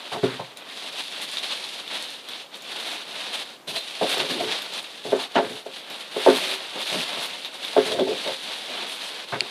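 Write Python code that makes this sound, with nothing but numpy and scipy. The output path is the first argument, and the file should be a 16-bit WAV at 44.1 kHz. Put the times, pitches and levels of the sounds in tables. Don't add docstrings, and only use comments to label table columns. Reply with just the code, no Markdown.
import sys
import numpy as np
from scipy import signal
from scipy.fft import rfft, irfft
from scipy.io import wavfile
from scipy.ndimage import uniform_filter1d

SR = 44100
rng = np.random.default_rng(int(sys.argv[2]) if len(sys.argv) > 2 else 0)


def to_wav(sig):
    pcm = np.clip(np.atleast_2d(sig), -1, 1) * 32767
    pcm = np.round(pcm).astype(np.int16)
    wavfile.write(sys.argv[1], SR, pcm.T)


N = 418950
TIME = np.arange(N) / SR

# f/Hz, relative level/dB, T60/s
HOUSING_MODES = [(137, -10, 0.27), (200, -7, 0.11), (263, 0, 0.21), (298, -5, 0.08), (380, 2, 0.18),
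                 (428, 5, 0.15), (533, -1, 0.18), (572, 0, 0.07), (640, 3, 0.07), (695, 1, 0.1),
                 (815, -1, 0.045), (885, -1, 0.1), (1060, -7, 0.1), (1545, -3, 0.12)]


def undb(db):
    return 10 ** (np.asarray(db) / 20)


def rms(x):
    return np.sqrt(np.mean(x ** 2)) + 1e-12


def add(track, s, sound):
    start = max(int(s * SR), 0)
    part = sound[:max(N - start, 0)]
    track[start:start + len(part)] += part


def band(x, lo_hz, hi_hz, order=2):
    return signal.sosfilt(signal.butter(order, [lo_hz, hi_hz], "band", fs=SR, output="sos"), x)


def colour(x, points, size=2048):
    hz, db = np.transpose(points)
    bin_hz = np.arange(size // 2 + 1) * SR / size
    gain = undb(np.interp(np.log(bin_hz + 1), np.log(hz), db))
    cepstrum = irfft(np.log(gain))
    cepstrum[1:size // 2] *= 2
    cepstrum[size // 2 + 1:] = 0
    return signal.fftconvolve(x, irfft(np.exp(rfft(cepstrum))))[:len(x)]


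def ring(modes, t, detune):
    out = 0
    for hz, db, t60 in modes:
        detuned_hz = hz * (1 + detune * rng.standard_normal())
        out = out + undb(db - 60 * t / t60) * np.sin(2 * np.pi * detuned_hz * t)
    return out


def walk(per_s):
    return np.sqrt(3 / 2) * np.interp(TIME * per_s, np.arange(N), rng.standard_normal(N))


def curve(points):
    return np.interp(TIME, *np.transpose(points))


def envelope(t, rise, hold, release):
    return np.clip(t / max(rise, 1 / SR), 0, 1) * np.exp(-np.maximum(t - rise - hold, 0) / release)


def impulses(per_s, spread_db, cap):
    happens = rng.random(N) < per_s / SR
    size = undb(spread_db * np.minimum(rng.exponential(size=N), cap))
    return happens * size * rng.choice([-1, 1], N)


def room(x, wet_db=-1, t60=0.25):
    t = TIME[:SR // 2]
    wash = rng.standard_normal(len(t)) * undb(-60 * t / t60) * (1 - np.exp(-t / 0.0026))
    return x + undb(wet_db) * signal.fftconvolve(x, wash / np.linalg.norm(wash))[:len(x)]


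def room_hush():
    spectrum = [(25, -36), (80, -37), (160, -18), (500, -11), (2000, -22.5), (12000, -36)]  # f/Hz, gain/dB
    air = colour(rng.standard_normal(N), spectrum)
    return undb(-50) * air / rms(air)


def table_thumps():
    # t/s, gain/dB
    landings = [(0.23, -25.5), (0.399, -39), (9.327, -35)]
    # f/Hz, relative level/dB, T60/s
    top_modes = [(123, -3, 0.34), (146.5, -1.5, 0.2), (179, -0.5, 0.15)]
    out = np.zeros(N)
    for s, db in landings:
        add(out, s, undb(db) * ring(top_modes, TIME[:SR // 2], detune=0.011))
    return band(out, 105, 260, order=3)


def housing_hum():
    # starting f/Hz, level/dB
    tones = [(373, -40.5), (536, -47)]
    start_s, glide_per_s = 6.35, 0.16
    out, t = np.zeros(N), TIME[:SR // 2]
    drag = envelope(t, rise=0.07, hold=0.15, release=0.025)
    for hz, db in tones:
        pitch_hz = hz * (1 + glide_per_s * t + .008 * walk(30)[:len(t)])
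        gain = undb(db + 2 * walk(23)[:len(t)])
        add(out, start_s, gain * drag * np.sin(2 * np.pi * np.cumsum(pitch_hz) / SR))
    return out


def contact(x, hz):
    return band(band(x, hz / 1.28, hz * 1.31, order=1), hz / 2.87, hz * 3.36, order=3)


def housing_knocks():
    # t/s, level/dB, centre f/Hz
    blows = [(0.230, -20, 430), (0.237, -20, 270), (5.121, -22, 600), (5.127, -15.5, 430),
             (5.155, -24, 480), (5.659, -32, 600), (6.163, -24, 480), (6.262, -12.5, 720),
             (6.273, -11, 560), (6.282, -11.5, 380), (6.303, -18, 400), (7.763, -14.5, 620),
             (7.776, -12.5, 380)]
    out, t = np.zeros(N), TIME[:SR // 2]
    for s, db, hz in blows:
        modes = sum(rng.choice([-1, 1]) * ring([mode], t, detune=.006) for mode in HOUSING_MODES)
        body = contact(modes, hz) * (1 - np.exp(-t / 0.0014))
        crunch = band(rng.standard_normal(len(t)), 880, 1700)
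        crunch = undb(-16) * crunch / rms(crunch) * np.exp(-t / 0.03)
        add(out, s, undb(db) * (body / rms(body[:SR // 60]) + crunch))
    return out


def housing_rubs():
    # t/s, level/dB, hold/s, centre f/Hz, scrape re thud/dB
    strokes = [(0.118, -32, 0.048, 940, -13), (0.141, -38.5, 0.045, 387, -20),
               (0.258, -38.5, 0.087, 330, 3), (0.394, -31.5, 0.016, 980, -25),
               (3.671, -44.5, 0.073, 563, -11), (4.012, -21, 0.027, 583, -22),
               (4.025, -32, 0.0079, 230, -25), (4.164, -32, 0.084, 457, -8), (4.288, -33.5, 0.2, 334, -32),
               (4.397, -27.5, 0.017, 560, -24), (5.048, -34, 0.056, 520, -29),
               (5.19, -34.5, 0.015, 950, -11), (5.355, -17.5, 0.033, 720, -8),
               (5.36, -21.5, 0.0045, 245, -26), (5.422, -33, 0.049, 435, -6.5),
               (5.495, -42, 0.054, 426, -20), (6.756, -37, 0.014, 575, -29), (6.92, -34, 0.051, 560, -27),
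               (6.939, -35.5, 0.05, 189, -23), (7.166, -39, 0.027, 654, -18),
               (7.849, -29.5, 0.14, 480, -16), (7.987, -23.5, 0.0061, 553, -14),
               (7.996, -19.5, 0.023, 408, -34), (8.062, -26, 0.066, 420, -39), (8.25, -30, 0.058, 594, -15),
               (9.323, -27, 0.013, 1060, -4), (9.335, -31, 0.026, 453, -2), (9.415, -36, 0.0045, 328, -10)]
    slips_per_s, release_s = 1200, 0.013
    out, t = np.zeros(N), TIME[:SR // 2]
    for s, db, hold, hz, scrape_db in strokes:
        rise = 0.052 * hold
        force = envelope(t, rise, hold - rise, release_s)
        slips = force * rng.choice([-1, 1], len(t)) * (rng.random(len(t)) < slips_per_s / SR)
        slips[0] += 2 * np.exp(-rise / 0.0053)
        body = signal.fftconvolve(slips, ring(HOUSING_MODES, t, detune=.01))[:len(t)]
        panel = band(slips, 130, 850, order=3)
        thud = contact(body / rms(body) + undb(-6) * panel / rms(panel), hz)
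        scrape = band(force * rng.standard_normal(len(t)), 820, 1950)
        sound = thud / rms(thud) + undb(scrape_db) * scrape / rms(scrape)
        add(out, s, undb(db) * sound / rms(sound[:int((hold + release_s) * SR)]))
        rumble = band(rng.standard_normal(len(t)), 66, 304)
        add(out, s, undb(-36 + 0.23 * db) * force * rumble / rms(rumble))
    return out


def housing():
    return room(band(housing_knocks() + housing_rubs(), 125, 9000, order=4), wet_db=-17, t60=.27)


def hard_tick():
    # f/Hz, relative level/dB, T60/s
    tick_modes = [(2480, 8, 0.008), (2780, 8.5, 0.0087), (4420, 14.5, 0.007), (4680, -1, 0.005),
                  (7600, -3, 0.0055), (8500, 6, 0.0032)]
    start_s, peak_db, contact_s = 9.4066, -2, .0003
    out, t = np.zeros(N), TIME[:SR // 20]
    ringing = ring(tick_modes, t, detune=.01) * (1 - np.exp(-t / contact_s))
    sound = band(ringing, 1500, 14000, order=4)
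    add(out, start_s, undb(peak_db) * sound / np.abs(sound).max())
    return out


def sheet_flaps():
    # t/s, level/dB, rise/s, hold/s
    whips = [(3.67, -37.5, 0.0086, 0.015), (3.751, -30.5, 0.0093, .01)]
    # f/Hz, relative level/dB, T60/s
    sheet_modes = [(660, -3, 0.055), (2650, -3, .03), (3610, 1, 0.08), (4060, 4, .05)]
    release_s = 0.028
    out, t = np.zeros(N), TIME[:SR // 4]
    for s, db, rise, hold in whips:
        crackle = envelope(t, rise, hold, release_s) * rng.standard_normal(len(t))
        ringing = signal.fftconvolve(crackle, ring(sheet_modes, t, detune=.01))[:len(t)]
        sound = band(ringing, 400, 6000)
        add(out, s, undb(db) * sound / rms(sound[:int((rise + hold + release_s) * SR)]))
    return out


def snap(hz, crack_db):
    t = TIME[:SR // 8]
    ping = np.sin(2 * np.pi * hz * t) * np.exp(-hz * t / 4.5)
    crack = band(rng.standard_normal(len(t)), hz / 2.2, 11500, order=1) * np.exp(-t / .0007)
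    sound = band(ping + undb(crack_db) * crack, 900, 15000)
    return room(sound / np.abs(sound).max(), wet_db=-1.5, t60=0.11)


def stray_snaps(crisp_db):
    snaps_per_s = 22
    out = np.zeros(N)
    for when, pitch, size in rng.random((int(snaps_per_s * N / SR), 3)):
        db = crisp_db[int(when * N)] + 7.5 + 2.3 * min(-np.log(1 - size), 3)
        add(out, when * N / SR, undb(db) * snap(3200 * 3.3 ** pitch, crack_db=-3))
    return out


def loud_snaps():
    # t/s, direct peak level/dB, f/Hz, crack re ping/dB
    creases = [(0.122, -27, 3000, -10), (0.572, -25, 3900, 4), (1.023, -33, 9500, 0),
               (1.038, -25, 3800, -14), (1.218, -28, 8400, 3), (1.316, -24.5, 9500, -1),
               (1.371, -13, 3680, -25), (1.383, -17, 3680, -20), (1.522, -26, 3850, -14),
               (1.640, -20, 4000, -21), (1.878, -20.5, 3540, -14), (2.025, -20, 4200, -2),
               (2.105, -28, 9500, 0), (2.288, -22, 3500, -4), (2.335, -20, 3570, -14),
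               (2.555, -31, 9000, 4), (2.572, -32, 9000, 4), (2.622, -30, 10500, 1), (2.788, -27, 3700, -8),
               (3.333, -28, 9700, -6), (3.338, -20, 3480, -18), (3.348, -25, 8900, -6),
               (3.685, -26, 4000, -12), (3.765, -24, 3630, -15), (4.095, -19, 9500, -2),
               (4.181, -21, 5430, 3), (4.621, -26, 12360, 2), (4.737, -31, 7500, 2), (4.829, -28, 9300, -4),
               (5.362, -14, 2900, -30), (5.901, -29, 5160, 2), (6.87, -17, 3800, -8),
               (7.228, -19, 3400, -5), (7.259, -23, 9000, 0), (7.448, -16.5, 3700, -16),
               (7.458, -21, 3800, -9), (7.649, -14, 3530, -10), (7.866, -18.5, 4200, 1),
               (7.920, -16, 3350, -17), (7.996, -15, 3480, -21), (8.352, -37, 9000, 0),
               (9.072, -29, 9000, 0), (9.287, -26, 3600, -6)]
    out = np.zeros(N)
    for s, db, hz, crack_db in creases:
        add(out, s, undb(db) * snap(hz, crack_db))
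    return out


def sparkle(crisp_db):
    hard_pull_db = -44
    per_band_per_s = 900 * undb(crisp_db - hard_pull_db) ** 3
    out = 0
    for hz in (9000, 10500, 12000, 13500):
        out = out + band(impulses(per_band_per_s, spread_db=0.5, cap=3.5), hz / 1.1, hz * 1.1)
    return undb(-40.5) * room(out)


def buckles():
    base_per_s, facet_sizes = 2600, 24
    bunching = undb(1.5 * walk(90))
    out = 0
    for hz in np.geomspace(900, 13000, facet_sizes):
        clicks = impulses(base_per_s / facet_sizes * bunching, spread_db=-0.25, cap=3.7)
        out = out + room(band(clicks * bunching, hz / 1.25, hz * 1.25, order=1))
    return out / rms(out)


def handling():
    # t/s, crinkle level/dB
    sliding = [(0.0, -41.5), (0.37, -39.5), (0.54, -49), (0.77, -36), (1.47, -33.5), (2.14, -37),
               (2.51, -53.5), (2.73, -33.5), (3.52, -42), (3.65, -61), (3.85, -35), (4.5, -31),
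               (4.82, -39.5), (5.63, -45.5), (7.15, -31.5), (7.51, -39), (8.55, -35), (9.5, -38)]
    # t/s, crinkle level/dB, rise/s, hold/s, top treble re crinkle/dB
    tugs = [(0.093, -36, 0.038, 0.013, -12), (0.224, -35, 0.013, 0.024, -15),
            (0.967, -30.5, 0.023, 0.0078, -14), (1.209, -33, 0.011, 0.012, -6),
            (1.322, -32, 0.01, 0.028, -15), (1.422, -32.5, .012, 0.031, -14),
            (1.466, -27.5, 0.058, 0.007, -24), (1.89, -32, 0.022, 0.05, -17),
            (1.987, -37, 0.023, 0.025, -13), (2.078, -42, 0.02, 0.06, -12), (2.277, -38, 0.01, 0.14, -21),
            (2.512, -39.5, 0.024, 0.025, -24), (2.782, -38, .01, .03, -8),
            (2.846, -34, 0.015, 0.069, -11.5), (3.119, -35.5, 0.06, 0.18, -15.5),
            (3.32, -33, 0.011, 0.086, -15), (3.669, -32, 0.02, 0.014, -7.5),
            (3.723, -28.5, 0.04, 0.0099, -10.5), (4.005, -31.5, 0.017, 0.046, -15),
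            (4.067, -26, 0.034, 0.037, -11), (4.155, -25.5, 0.03, 0.026, -19),
            (4.277, -30, 0.024, 0.025, -13), (4.395, -39, .01, 0.018, -6), (4.49, -29, 0.033, 0.045, -25),
            (4.715, -31.5, 0.025, 0.067, -15), (5.028, -36.5, 0.033, 0.1, -12.5),
            (5.169, -30, 0.035, 0.033, -15.5), (5.336, -30.5, 0.024, 0.022, -32),
            (5.41, -41, 0.016, 0.17, -9), (5.716, -39.5, 0.022, 0.05, -12),
            (5.897, -39.5, 0.0082, 0.12, -10), (6.092, -31, 0.13, 0.067, -10),
            (6.271, -29.5, 0.022, 0.26, -11.5), (6.339, -36, 0.014, 0.022, -1),
            (6.768, -33, 0.046, 0.027, -10), (6.845, -28.5, 0.049, 0.13, -12.5),
            (7.17, -32.5, 0.064, 0.003, -5.5), (7.449, -35.5, 0.0033, 0.008, -31),
            (7.53, -44, .012, .015, -3), (7.603, -35.5, 0.024, 0.26, -12.5),
            (7.835, -30, 0.034, 0.069, -14), (7.986, -39, 0.011, 0.003, -20),
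            (8.066, -37.5, 0.0087, 0.08, -17), (8.136, -32.5, 0.061, 0.15, -16.5),
            (8.417, -36.5, 0.015, 0.15, -15), (8.698, -37, 0.027, 0.11, -19), (8.86, -40, .015, 0.088, -5),
            (8.983, -34, 0.044, 0.063, -11.5), (9.32, -43, 0.011, 0.014, -22)]
    # middle t/s, level change/dB, half length/s
    pauses = [(0.552, -8, 0.01), (0.645, -7, 0.016), (0.913, -6, 0.011), (1.107, -4, 0.0091),
              (1.857, -7, 0.034), (2.21, -4, 0.061), (3.057, -6.5, 0.017), (4.812, -6.5, 0.015),
              (5.29, -5, 0.013), (5.64, -7, 0.011), (6.696, -2, 0.056), (7.50, -3.5, 0.033),
              (9.266, -7.5, 0.021)]
    crinkle_power = undb(curve(sliding)) ** 2
    crisp_power = crinkle_power * undb(-15) ** 2
    for s, db, rise, hold, treble_db in tugs:
        pull = undb(db) * envelope(TIME[:SR], rise, hold, release=0.023)
        add(crinkle_power, s, pull ** 2)
        add(crisp_power, s, (pull * undb(treble_db)) ** 2)
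    rest_db = sum(db * np.exp(-((TIME - s) / half) ** 2) for s, db, half in pauses)
    uneven_db = .5 * walk(21)
    return 10 * np.log10([crinkle_power, crisp_power]) + rest_db + uneven_db


def bag():
    # f/Hz, gain/dB
    film_spectrum = [(85, -64), (160, 0), (380, 0.5), (650, 2.5), (1200, -7), (2100, -6.5), (3000, -0.5),
                     (3700, 3), (4400, -2), (5300, -10.5), (7200, -14), (9500, -7.5), (12000, -13.5),
                     (14500, -46)]
    # t/s, level re crinkle/dB
    slack = [(0, -6.5), (.4, -2), (1.0, -10), (1.5, -9), (2.1, -10), (2.6, -7), (3.4, -7.5), (4.7, -8.5),
             (5.5, -5.5), (6.4, -5.5), (7.6, -8), (8.6, -8), (9.5, -4.5)]
    crinkle_db, crisp_db = handling()
    flutter_db = crinkle_db + curve(slack) + 1.8 * walk(14)
    hiss = rng.standard_normal(N) * undb(1.5 * walk(40) - 5)
    film = colour(buckles() + hiss, film_spectrum)
    flutter = band(band(film, 195, 20000, order=3), 100, 2000)
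    crinkle = -band(film, 2000, 6500)
    crisp = band(film, 6500, 20000)
    out = 0
    for part, core_hz, db in ((flutter, (1100, 2000), flutter_db),
                              (crinkle, (2200, 6000), crinkle_db),
                              (crisp, (7000, 14000), crisp_db - 1)):
        running_rms = np.sqrt(uniform_filter1d(band(film, *core_hz) ** 2, SR // 14) + 1e-18)
        out = out + part / running_rms * undb(db)
    return undb(-3) * out + sparkle(crisp_db) + stray_snaps(crisp_db)


def scene():
    film = bag() + loud_snaps() + sheet_flaps()
    return (film + housing() + table_thumps() + housing_hum() + hard_tick() + room_hush())[None]


def record(dry):
    top_hz = 14300
    return signal.sosfilt(signal.ellip(8, .2, 80, top_hz, fs=SR, output="sos"), np.clip(dry, -1, 1))


dry = scene()
out = record(dry)
to_wav(out)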